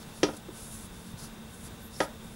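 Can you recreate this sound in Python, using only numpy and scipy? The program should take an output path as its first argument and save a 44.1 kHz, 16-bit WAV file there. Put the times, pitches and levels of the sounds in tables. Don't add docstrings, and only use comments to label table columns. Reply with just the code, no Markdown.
import sys
import numpy as np
from scipy import signal
from scipy.fft import rfft, irfft, next_fast_len
from scipy.io import wavfile

SR = 44100
rng = np.random.default_rng(int(sys.argv[2]) if len(sys.argv) > 2 else 0)


def output_pcm(signal):
    pcm = np.clip(np.atleast_2d(signal).T, -1, 1) * 32767
    wavfile.write(sys.argv[1], SR, np.round(pcm).astype(np.int16))


N = 103635


def undb(db):
    return 10 ** (np.asarray(db) / 20)


def unit(x):
    return x / np.sqrt(np.mean(x ** 2))


def fade(t, t60):
    return np.exp(-np.log(1000) * t / t60)


def colour(x, points):
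    size = next_fast_len(len(x) + 4096) * 2
    hz, db = np.array(points, float).T
    bin_hz = np.arange(size // 2 + 1) * SR / size
    gain_db = np.interp(np.log(bin_hz + 1), np.log(hz), db)
    cepstrum = irfft(np.log(undb(gain_db)))
    cepstrum[1:size // 2] *= 2
    cepstrum[size // 2 + 1:] = 0
    return irfft(rfft(x, size) * np.exp(rfft(cepstrum)))[:len(x)]


def noise(points):
    return unit(colour(rng.standard_normal(N), points))


def band(hz, width):
    bin_hz = np.arange(N // 2 + 1) * SR / N
    detuning = (bin_hz - hz) / (width / 2)
    return unit(irfft(rfft(rng.standard_normal(N)) / (1 + detuning ** 2), N))


def wander(per_second):
    return unit(np.interp(np.arange(N) * per_second / SR, np.arange(N), rng.standard_normal(N)))


def swell(start, length, attack, release):
    t = np.arange(N) / SR - start
    return np.clip(np.minimum(t / attack, (length - t) / release), 0, 1)


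def add(out, at, x):
    i = int(at * SR)
    out[i:i + len(x)] += x[:N - i]


# (frequency [Hz], relative level [dB])
ROOM_TONE_SPECTRUM = [(12, -78), (20, -3), (49, -2), (163, -3.5), (228, -4), (277, -10.5), (558, -14),
                      (678, -16), (976, -16.5), (1400, -19.5), (1530, -19.5), (2140, -23.5), (2910, -25),
                      (3630, -21), (4180, -28), (9670, -28.5), (16000, -35.5)]
# (centre [Hz], width [Hz], level [dB])
FAN_BANDS = [(222.4, 6.8, -52.5), (182.1, 8.1, -58), (456.7, 21, -64.5), (1524, 42, -67.5),
             (2692, 60, -69.5), (3650, 330, -64)]


def background():
    room_tone = undb(-47 + 0.58 * wander(per_second=12.81)) * noise(ROOM_TONE_SPECTRUM)
    fan = sum(undb(db) * band(hz, width) for hz, width, db in FAN_BANDS)
    whine_hz, whine_db = 15668, -71
    whine = undb(whine_db) * np.sqrt(2) * np.sin(2 * np.pi * whine_hz * np.arange(N) / SR)
    return room_tone + fan + whine


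def small_room(direct):
    low_hz, split_hz, gap_s, tail_db = 527, 1510, 0.0094, -10
    t = np.arange(SR // 2) / SR
    mid_pass = signal.butter(2, [low_hz, split_hz], "band", fs=SR, output="sos")
    high_pass = signal.butter(2, split_hz, "high", fs=SR, output="sos")
    mids = signal.sosfilt(mid_pass, rng.standard_normal(len(t))) * fade(t, t60=0.23)
    treble = signal.sosfilt(high_pass, rng.standard_normal(len(t))) * fade(t, t60=0.17)
    tail = (mids + treble) * (t > gap_s)
    return direct + undb(tail_db) * signal.fftconvolve(direct, tail / np.linalg.norm(tail))[:N]


# (time [s], pitch [Hz], t60 [s], level [dB])
HAND_BUMPS = [(1.139, 131, 0.061, -29.5), (1.223, 150, 0.11, -36.5), (1.639, 122, 0.11, -36)]


def hands():
    out, t = np.zeros(N), np.arange(SR // 4) / SR
    for at, hz, t60, db in HAND_BUMPS:
        add(out, at, undb(db) * np.sin(2 * np.pi * hz * t) * fade(t, t60))
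    return out


# (frequency [Hz], relative level [dB], free t60 [s])
KNOCK_MODES = [(156.6, -27, 0.39), (191, -16, 0.17), (298.5, -4.5, 0.21), (387, 4.5, 0.039),
               (416.2, -2.5, 0.12), (519.6, 0, 0.09), (616.4, -10.5, 0.15), (644, -10.5, 0.11),
               (749, -9.5, 0.13), (801, -8.5, 0.1), (836, -8, 0.092), (873, -14, 0.051), (926, -8, 0.078),
               (981, -11.5, 0.085), (1254, -10.5, 0.13), (1377, -13, 0.11), (1634, -16, 0.14),
               (1780, -26, 0.14), (1968, -20, 0.1), (3240, -16, 0.12), (3500, -17.5, 0.16)]
# (frequency [Hz], relative level [dB])
CRACK_SPECTRUM = [(100, -3.5), (400, 3.5), (1000, -7), (2000, -6.5), (3300, -7.5), (3900, -9.5),
                  (5000, -6.5), (6200, -10), (7000, -21), (10000, -25), (13000, -47), (16000, -52)]
# (time [s], thump gain [dB], body gain [dB], clack gain [dB], snap gain [dB], share of free t60 [ratio])
BUCKLE_LANDINGS = [(0.2314, -16, -23, -23.5, -19, 0.99), (0.2862, -34.5, -30, -31.5, -55, 0.78),
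                   (0.335, -42, -49, -48, -48, 0.93), (0.485, -33.5, -45.5, -43, -72, 0.49),
                   (2.0033, -23.5, -19, -16, -25.5, 0.82), (2.0320, -39, -38, -30, -40.5, 0.47)]


def buckle():
    thump_hz, body_hz, clack_hz, snap_hz, low_cut_hz = 367, 615, 1400, 4370, 100
    out, t = np.zeros(N), np.arange(SR // 3) / SR
    for at, thump_db, body_db, clack_db, snap_db, share in BUCKLE_LANDINGS:
        ring = sum((-1) ** k * undb(db) * np.sin(2 * np.pi * hz * t) * fade(t, share * t60)
                   for k, (hz, db, t60) in enumerate(KNOCK_MODES))
        crack = undb(2) * noise(CRACK_SPECTRUM)[:len(t)] * fade(t, t60=share * 0.06)
        landing = [(thump_hz, thump_db), (body_hz, body_db), (clack_hz, clack_db), (snap_hz, snap_db)]
        add(out, at, colour(ring + crack, landing))
    low_cut = signal.butter(4, low_cut_hz, "high", fs=SR, output="sos")
    return signal.sosfilt(low_cut, out)


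# (frequency [Hz], relative level [dB])
HISS_SPECTRUM = [(2000, -27), (5000, -14), (7000, -5.5), (8500, -4.5), (10000, 0.5), (11200, -4.5),
                 (13000, -16.5), (16000, -30)]
RASP_SPECTRUM = [(300, -11), (1200, 0), (2500, -17), (3600, -10.5), (4400, 0.5), (6000, -2.5), (7500, -9.5),
                 (12000, -17)]
FLICK_SPECTRUM = [(6000, -35), (10000, -4), (11800, 2), (13500, -3), (16000, -11)]
# (start [s], length [s], attack [s], release [s], hiss [dB], rasp [dB])
CORD_STROKES = [(-.02, 0.063, .01, 0.012, -59.5, -54), (0.02, 0.41, 0.17, 0.086, -57, -58),
                (0.364, 0.018, 0.005, 0.014, -47.5, -57), (0.506, 0.19, 0.085, 0.088, -47.5, -56),
                (0.602, 0.25, 0.13, 0.08, -47.5, -68), (0.797, 0.088, 0.045, 0.03, -51.5, -60),
                (0.905, 0.24, 0.048, 0.032, -58.5, -62), (1.167, 0.088, 0.023, 0.034, -54, -52),
                (1.218, 0.074, 0.026, 0.039, -50.5, -50.5), (1.484, 0.11, 0.054, 0.046, -53.5, -68),
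                (1.559, 0.13, 0.1, 0.024, -50, -62), (1.656, 0.04, 0.022, 0.018, -58, -56),
                (1.774, 0.076, .03, .03, -60.5, -63), (1.893, 0.18, 0.13, 0.037, -47, -49),
                (2.196, 0.32, 0.047, 0.032, -62.5, -72)]


def cord():
    hiss, rasp = noise(HISS_SPECTRUM), noise(RASP_SPECTRUM)
    strokes = sum(swell(at, length, attack, release) * (undb(hiss_db) * hiss + undb(rasp_db) * rasp)
                  for at, length, attack, release, hiss_db, rasp_db in CORD_STROKES)
    pinch = swell(start=1.932, length=0.06, attack=0.03, release=0.03)
    pinch_zip = undb(-50) * pinch * band(hz=5380, width=520)
    speed_up = swell(start=1.8, length=0.096, attack=0.055, release=0.025)
    flick = undb(-52) * speed_up * noise(FLICK_SPECTRUM)
    grip_db = wander(per_second=40)
    return (strokes + pinch_zip + flick) * undb(grip_db)


def scene():
    return (small_room(buckle()) + cord() + hands() + background())[None]


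def record(dry):
    top_hz = 15800
    return signal.sosfilt(signal.ellip(12, .1, 70, top_hz, fs=SR, output="sos"), dry)


dry = scene()
out = record(dry)
output_pcm(out)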